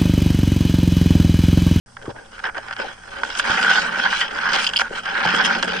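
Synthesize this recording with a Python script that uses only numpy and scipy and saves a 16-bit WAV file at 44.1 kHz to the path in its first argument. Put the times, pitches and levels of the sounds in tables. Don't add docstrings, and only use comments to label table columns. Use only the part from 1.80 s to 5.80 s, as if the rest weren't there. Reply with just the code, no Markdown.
import sys
import numpy as np
from scipy import signal
from scipy.fft import rfft, irfft, next_fast_len
from scipy.io import wavfile
from scipy.ndimage import uniform_filter1d, map_coordinates

SR = 44100
rng = np.random.default_rng(int(sys.argv[2]) if len(sys.argv) > 2 else 0)


def log_audio(samples):
    frames = np.atleast_2d(samples).T
    limited = np.clip(frames, -1, 1)
    pcm = np.round(limited * 32767).astype(np.int16)
    wavfile.write(sys.argv[1], SR, pcm)


N = 176400
T = np.arange(N) / SR
FFT_SIZE = next_fast_len(N + SR // 4)
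HZ = np.fft.rfftfreq(FFT_SIZE, 1 / SR)
SIDES = np.array([[.5], [-.5]])


def amp(db):
    return 10 ** (np.asarray(db) / 20)


def unit(x):
    return x / np.sqrt(np.mean(np.abs(x) ** 2) + 1e-20)


def steady(x):
    power = uniform_filter1d(np.mean(x ** 2, axis=0), size=SR // 10)
    return x / np.sqrt(np.abs(power) + 1e-12)


def curve_at(points, hz):
    freqs, values = np.transpose(points)
    return np.interp(np.log(hz + 1), np.log(freqs + 1), values)


def wobble(knots_per_s):
    return map_coordinates(rng.standard_normal(int(N * knots_per_s / SR) + 4), [T * knots_per_s])


def passband(lo, hi, hz, order=3):
    return signal.freqs(*signal.butter(order, [lo, hi], "band", analog=True), hz)[1]


# (frequency [Hz], relative level [dB])
AIR_EQ = [(28, 3), (46, -7), (66, 0), (130, -18), (190, -31), (300, -30), (800, -16.5), (1500, -22),
          (2300, -43), (2900, -44), (3300, -36), (3550, -37), (5200, -21), (7200, -32.5), (8400, -22.5),
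          (10000, -34.5)]
# (frequency [Hz], left-right correlation [1 = mono])
AIR_CORRELATION = [(200, 0.99), (600, 0.16), (3000, 0.27)]


def air(level_db=-48):
    width = np.arccos(np.clip(curve_at(AIR_CORRELATION, HZ), -1, 1)) / 2
    spectrum = rfft(rng.standard_normal((2, FFT_SIZE))) * amp(curve_at(AIR_EQ, HZ))
    mid, side = irfft(spectrum * [np.cos(width), np.sin(width)], FFT_SIZE)[:, :N]
    return amp(level_db) * unit(np.array([mid + side, mid - side]))


# (time [s], level [dB])
HORNET_LEVELS = [(.06, -56), (.35, -49.5), (.48, -74), (.8, -57.5), (1.17, -59), (4, -61)]


def hornet(wing_hz=119.5, drift=.0202, overtone_fall_db=21):
    phase = 2 * np.pi * np.cumsum(wing_hz * (1 + drift * wobble(18))) / SR
    hum = sum(amp(-overtone_fall_db * k) * np.sin((k + 1) * phase) for k in range(5))
    return amp(np.interp(T, *np.transpose(HORNET_LEVELS))) * unit(hum)


# (frequency [Hz], width [Hz], gain [dB], left minus right [dB], left phase lead [rad])
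SHELL_MODES = [(178.6, 10.8, -4.5, 0.5, -0.24), (229, 13, -6, -2.5, -0.28), (401.4, 145, -14.5, -6, -1.03),
               (460, 37, -7, 7.5, -1.23), (558.2, 24, -6.5, 9, -1.44), (786.6, 36, -7, 1.5, -0.3),
               (898.4, 68, -9, -3, 0.86), (1487.5, 136, 1.5, -2.5, -0.82), (1658, 143, -3.5, -2, -0.71),
               (1809, 98, -8.5, -3.5, -0.41), (2290, 265, -15.5, -13.5, 1.2), (2914, 280, -9.5, 2, 1.22),
               (3158, 159, -7, 3, 1.02), (3330, 118, -10.5, -7.5, -0.6), (4260, 290, -18, -5, 1.37),
               (4840, 196, -16, 0.5, 0.97), (5266, 146, -17, 2, -0.19), (7910, 170, -30.5, -8.5, 2.74)]


def shell(hz):
    response = 0
    for k, (centre, width, db, pan_db, lead) in enumerate(SHELL_MODES):
        mode = 1j * hz * width / (centre ** 2 - hz ** 2 + 1j * hz * width)
        response = response + (-1) ** k * amp(db + SIDES * pan_db) * np.exp(1j * SIDES * lead) * mode
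    return response


# (frequency [Hz], relative level [dB])
LEAF_EQ = [(150, 8), (300, -2.5), (600, -9.5), (1100, -0.5), (1650, 1), (2100, -1.5), (2700, -7),
           (3300, -1.5), (3550, -11), (4500, -16.5), (5700, -7.5), (6600, -14.5), (8500, -22.5),
           (11000, -27)]
# (frequency [Hz], left minus right [dB])
LEAF_PAN = [(550, 4.5), (1100, -7), (2000, 1), (2600, 19), (3900, -16.5), (6000, 1.5)]


def leaf_colour(hz):
    return amp(curve_at(LEAF_EQ, hz) + SIDES * curve_at(LEAF_PAN, hz))


def slips(count, per_s, spread_db=2.5):
    jerks = (rng.random(count) < per_s / SR) * rng.choice([-1, 1], count)
    return jerks * amp(spread_db * np.clip(rng.standard_normal(count), -2, 2))


def friction(force, ring, colour, hiss_db, size):
    puff_envelope = np.sqrt(np.abs(uniform_filter1d(force ** 2, size=40)))
    puffs = puff_envelope * rng.standard_normal((2, len(force)))
    rung = unit(irfft(rfft(force, size) * ring, size))
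    hiss = unit(irfft(rfft(puffs, size) * colour, size))
    return unit((rung + amp(hiss_db) * hiss)[:, :len(force)])


def patchy(x, depth_db):
    spectra = signal.stft(x, nperseg=1024)[2]
    patches = uniform_filter1d(rng.standard_normal(spectra.shape[1:]), size=7, axis=0)
    patches = uniform_filter1d(patches, size=4, axis=1)
    gain = amp(depth_db * np.clip(unit(patches), -2, 2))
    return signal.istft(spectra * gain, nperseg=1024)[1][:, :N]


# (time [s], bass level [dB], mid level [dB], treble level [dB], top level [dB])
RUB_LEVELS = [(0.07, -58, -52.5, -62.5, -65), (0.161, -64, -63.5, -61, -64), (0.175, -51.5, -47, -59, -62),
              (0.275, -39.5, -52, -54, -57), (0.305, -31, -41, -43, -60), (0.336, -49, -60, -62, -61),
              (0.364, -40, -41.5, -53.5, -63), (0.505, -54, -53, -54, -64), (0.55, -48.5, -37, -44, -56),
              (0.62, -51, -45, -52.0, -57), (0.656, -34, -22, -34, -56), (0.725, -51, -45, -65, -60),
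              (0.775, -32, -27.5, -40, -57), (0.802, -46, -39.5, -48, -59), (0.93, -49, -33.5, -43, -57),
              (0.945, -64, -42, -55, -63), (1.003, -27, -26, -31.5, -50.5),
              (1.135, -48, -39.5, -43.5, -54.5), (1.175, -56, -47.5, -53.5, -59.5),
              (1.381, -39, -30.5, -38.5, -52.5), (1.43, -36, -39, -44, -52),
              (1.445, -36, -33.5, -36.5, -42.5), (1.54, -43.5, -33, -34.5, -49),
              (1.593, -44, -26, -30.5, -26.5), (1.635, -32.5, -32.5, -31.5, -59),
              (1.65, -42, -18.5, -34, -39), (1.68, -31, -18.5, -22, -39), (1.79, -33.5, -19, -26, -39),
              (1.835, -32, -20, -28, -39), (1.94, -33, -15, -18.5, -34.5), (2.065, -34.5, -23.5, -30, -42),
              (2.095, -38.5, -24, -36, -49.5), (2.235, -33.5, -22, -24, -44),
              (2.266, -40, -14.5, -25.5, -53), (2.305, -35, -27, -29.5, -44), (2.33, -52, -20, -20, -38),
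              (2.39, -40, -27, -28, -37), (2.413, -39, -21, -19, -34.5), (2.485, -41.5, -32.5, -34, -66),
              (2.525, -35, -29, -37, -50), (2.67, -40, -20.5, -29, -47.5), (2.76, -29, -19, -24.5, -41.5),
              (2.85, -43, -27, -22.5, -31.5), (2.92, -44, -34.5, -41, -50.5), (2.985, -42, -31, -32, -40),
              (3.008, -41, -24, -19, -32), (3.03, -39, -31, -43, -45), (3.08, -43.5, -28, -40, -59),
              (3.1, -44, -45, -49, -57.0), (3.125, -36, -31, -40, -51), (3.187, -41, -26, -29, -42.5),
              (3.22, -48, -41, -41.5, -56), (3.264, -40.5, -25.5, -31.5, -55),
              (3.385, -34.5, -20.5, -31.5, -48), (3.438, -32, -19, -26, -48),
              (3.462, -21.5, -21.5, -26, -47), (3.495, -36.5, -17.5, -21.5, -51),
              (3.564, -28.5, -20.5, -24, -31.5), (3.6, -30.5, -15, -24.5, -52), (3.661, -30, -21, -19, -28),
              (3.68, -32, -16.5, -23.5, -43), (3.799, -32, -24, -29.5, -51.0), (3.825, -42, -36, -38, -45),
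              (3.836, -29, -21, -28.5, -36.5), (3.87, -32.5, -32.5, -34, -47),
              (3.885, -30, -24.5, -27, -46), (3.999, -34, -26.5, -28, -51)]
# (low edge [Hz], high edge [Hz], slip rate [1/s], grip flutter [dB],
# hiss over ring [dB], patch depth [dB], trim [dB])
RUB_BANDS = [(277, 852, 1200, 2.5, -5, 1.5, 0), (726, 2150, 2800, 1.7, -4.5, 1.86, -.5),
             (2270, 5740, 1800, 2, -2, 3.5, -1.5), (5880, 10700, 4000, 2, 3.5, 4, -1)]


def rubbing(catches_per_s=150, release_s=.003, own_flutter_db=1.55):
    times, *rides = np.transpose(RUB_LEVELS)
    catches = rng.random(N) < catches_per_s / SR
    grip = signal.lfilter([1], [1, -np.exp(-1 / (release_s * SR))], catches)
    grip = np.minimum(unit(grip - grip.mean()), 2)
    ring, colour, out = shell(HZ), leaf_colour(HZ), 0
    for ride, (lo, hi, slips_per_s, grip_db, hiss_db, patch_db, trim_db) in zip(rides, RUB_BANDS):
        force = slips(N, slips_per_s) * amp(grip_db * grip + own_flutter_db * wobble(70))
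        band = passband(lo, hi, HZ)
        rub = friction(force, ring * band, colour * band, hiss_db, FFT_SIZE)
        out = out + amp(np.interp(T, times, ride) + trim_db) * steady(patchy(rub, patch_db))
    return out


# (time [s], length [s], mid level [dB], treble level [dB])
FLICK_CUES = [(0.168, 0.0044, -29.5, -44.5), (0.215, 0.004, -39, -58), (0.224, 0.01, -40, -46),
              (0.256, 0.0074, -36, -47.5), (0.303, 0.012, -39.5, -47), (0.591, 0.014, -32.5, -45),
              (0.64, 0.0094, -22, -34), (0.667, 0.0079, -25.5, -38), (0.688, 0.014, -25.5, -51),
              (0.747, 0.0097, -29, -48), (0.78, 0.0038, -24.5, -35), (0.884, 0.0019, -26, -37),
              (0.91, 0.004, -23.5, -37), (0.927, 0.013, -29.5, -37.5), (0.965, 0.0054, -28.5, -35),
              (1.434, 0.0045, -13, -29.5), (1.45, 0.003, -25, -36), (1.502, 0.0061, -25.5, -29),
              (1.551, 0.0036, -33, -26.5), (1.59, 0.0058, -29, -25), (1.596, 0.0085, -14.5, -21.5),
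              (1.642, 0.0025, -23, -38), (1.828, 0.016, -31, -22.5), (1.846, 0.0069, -15, -38),
              (1.866, 0.0031, -29, -43), (2.197, 0.0051, -14.5, -32), (2.328, 0.0088, -22.5, -39),
              (2.411, 0.017, -23, -34), (2.587, 0.006, -21.5, -36), (2.634, 0.0091, -22.5, -44),
              (2.733, 0.019, -27, -20.5), (2.753, 0.012, -25, -20.5), (2.787, 0.019, -31, -27),
              (2.844, 0.0068, -25, -21), (2.934, 0.011, -25.5, -32), (2.9957, 0.0036, -15, -21.5),
              (3.0133, 0.0072, -14, -24), (3.257, 0.0057, -25, -31.5), (3.353, 0.0043, -16.5, -34),
              (3.453, 0.012, -22, -26), (3.473, 0.004, -13.5, -38), (3.547, 0.004, -16, -23),
              (3.827, 0.0086, -15.5, -19.5), (3.878, 0.01, -25.5, -32)]
# (low edge [Hz], high edge [Hz])
FLICK_RANGES = [(680, 2130), (2700, 9300)]


def flicks(fade_db=1, release_s=.00066, first_slip=6, size=4096):
    out, preroll = np.zeros((2, N + size)), size // 8
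    t, hz = (np.arange(size) - preroll) / SR, np.fft.rfftfreq(size, 1 / SR)
    ring, colour = shell(hz), leaf_colour(hz)
    bands = [passband(lo, hi, hz) for lo, hi in FLICK_RANGES]
    for start, length, *levels in FLICK_CUES:
        release = np.exp(-np.maximum(t - .77 * length, 0) / release_s)
        burst = (t >= 0) * amp(fade_db * np.abs(t) / length) * release
        length_gain = np.sqrt((length + .00055) * SR / size)
        for db, band in zip(levels, bands):
            force = burst * slips(size, per_s=3000, spread_db=5)
            force[preroll] += first_slip
            flick = friction(force, ring * band, colour * band, hiss_db=-6, size=size)
            out[:, round(start * SR) - preroll:][:, :size] += amp(db) * length_gain * flick
    return out[:, :N]


# (time [s], level [dB], pitch [Hz], 60 dB decay [s])
BUMP_CUES = [(.244, -30.5, 415, 0.033), (0.2799, -14, 326, 0.019), (0.282, -27, 103, 0.11),
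             (.785, -23, 634, 0.028), (1.698, -18.5, 334, 0.034), (1.699, -24.5, 85.5, 0.087),
             (3.110, -16.5, 380, 0.023), (3.452, -27.5, 131, 0.14), (3.539, -19, 247, 0.038)]


def bumps(attack_s=.0008, scuff_gain=.4, sag=.26, sag_s=.003):
    out, t = np.zeros(N + SR), np.arange(SR // 4) / SR
    for start, db, hz, t60 in BUMP_CUES:
        scuff_filter = signal.butter(2, [hz / 2, hz * 2], "band", fs=SR, output="sos")
        scuff = unit(signal.sosfilt(scuff_filter, rng.standard_normal(len(t))))
        phase = 2 * np.pi * hz * (t + sag * sag_s * (1 - np.exp(-t / sag_s)))
        envelope = amp(db - 60 * t / t60) * (1 - np.exp(-t / attack_s))
        out[round(start * SR):][:len(t)] += envelope * (np.sin(phase) + scuff_gain * scuff)
    return out[:N]


# (time [s], length [s], level [dB], start pitch [Hz], end pitch [Hz])
SQUEAK_CUES = [(.258, 0.025, -36.5, 1347, 880), (.383, 0.023, -36, 1650, 1580),
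               (.642, 0.052, -25, 1780, 1633), (1.03, 0.037, -31, 960, 706), (1.82, .18, -16.5, 1531, 1495),
               (2.26, 0.041, -31, 1087, 884), (2.41, 0.041, -22, 1985, 1740),
               (2.411, 0.018, -18.5, 3145, 2910), (2.652, 0.058, -18.5, 1690, 1555),
               (3.02, 0.075, -28.5, 1515, 1408), (3.45, .022, -18, 867, 763)]


def squeaks(jitter=.05, jitter_per_s=600, rough_db=4.5):
    out = np.zeros(N)
    bend = 1 + jitter * wobble(jitter_per_s)
    roughness = amp(rough_db * np.minimum(wobble(jitter_per_s / 2), 1))
    for start, length, db, start_hz, end_hz in SQUEAK_CUES:
        on = (T >= start) & (T < start + length)
        progress = (T[on] - start) / length
        glide_hz = start_hz + (end_hz - start_hz) * progress
        phase = 2 * np.pi * np.cumsum(glide_hz * bend[on]) / SR
        out[on] += amp(db) * np.sin(np.pi * np.sqrt(progress)) * roughness[on] * np.sin(phase)
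    return out


# (time [s], level [dB])
THRUM_LEVELS = [(1.55, -58), (1.7, -37.5), (2.3, -42), (2.52, -56), (2.73, -39), (2.95, -49), (3.42, -48.5),
                (3.46, -33.5), (4, -37)]


def thrum(band_hz=(140, 310)):
    force = slips(FFT_SIZE, per_s=1200)
    rung = irfft(rfft(force) * shell(HZ) * passband(*band_hz, HZ), FFT_SIZE)[:, :N]
    return amp(np.interp(T, *np.transpose(THRUM_LEVELS))) * steady(rung)


# (time [s], lower ring peak [dB], upper ring peak [dB])
CREAK_CUES = [(2.8653, -9, -17), (2.8687, -13, -12), (2.873, -12, -16), (2.8895, -17.5, -29),
              (2.898, -22, -31), (2.935, -16.5, -26), (2.9601, -7.5, -26), (2.9648, -12, -11),
              (2.969, -12, -8.5), (2.9749, -10.5, -16), (2.9885, -15.5, -14)]
# (low edge [Hz], high edge [Hz])
CREAK_RANGES = [(2600, 3500), (4400, 5470)]


def creak(detune=.031, crack_db=-14, crack_t60_s=.016, size=2048):
    out, t, hz = np.zeros((2, N + size)), np.arange(size) / SR, np.fft.rfftfreq(size, 1 / SR)
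    for start, *peaks_db in CREAK_CUES:
        ring = shell(hz * (1 + detune * rng.standard_normal()))
        crack_envelope = amp(peaks_db[-1] + crack_db - 60 * t / crack_t60_s)
        snap = crack_envelope * rng.standard_normal((2, size))
        for db, (lo, hi) in zip(peaks_db, CREAK_RANGES):
            click = irfft(ring * passband(lo, hi, hz, order=2), size)
            snap += amp(db) * click / np.abs(click.mean(axis=0)).max()
        out[:, round(start * SR):][:, :size] += snap
    return out[:, :N]


def scene():
    return rubbing() + thrum() + flicks() + creak() + squeaks() + bumps() + hornet() + air()


def record(dry):
    start_s, ceiling, top_hz = .061, .8, 11080
    gated = dry * (T > start_s)
    rounded = gated / (1 + np.abs(gated / ceiling) ** 4) ** (1 / 4)
    high_cut = 1 / np.sqrt(1 + (HZ / top_hz) ** 140)
    return irfft(rfft(rounded, FFT_SIZE) * high_cut, FFT_SIZE)[:, :N]


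dry = scene()
out = record(dry)
log_audio(out)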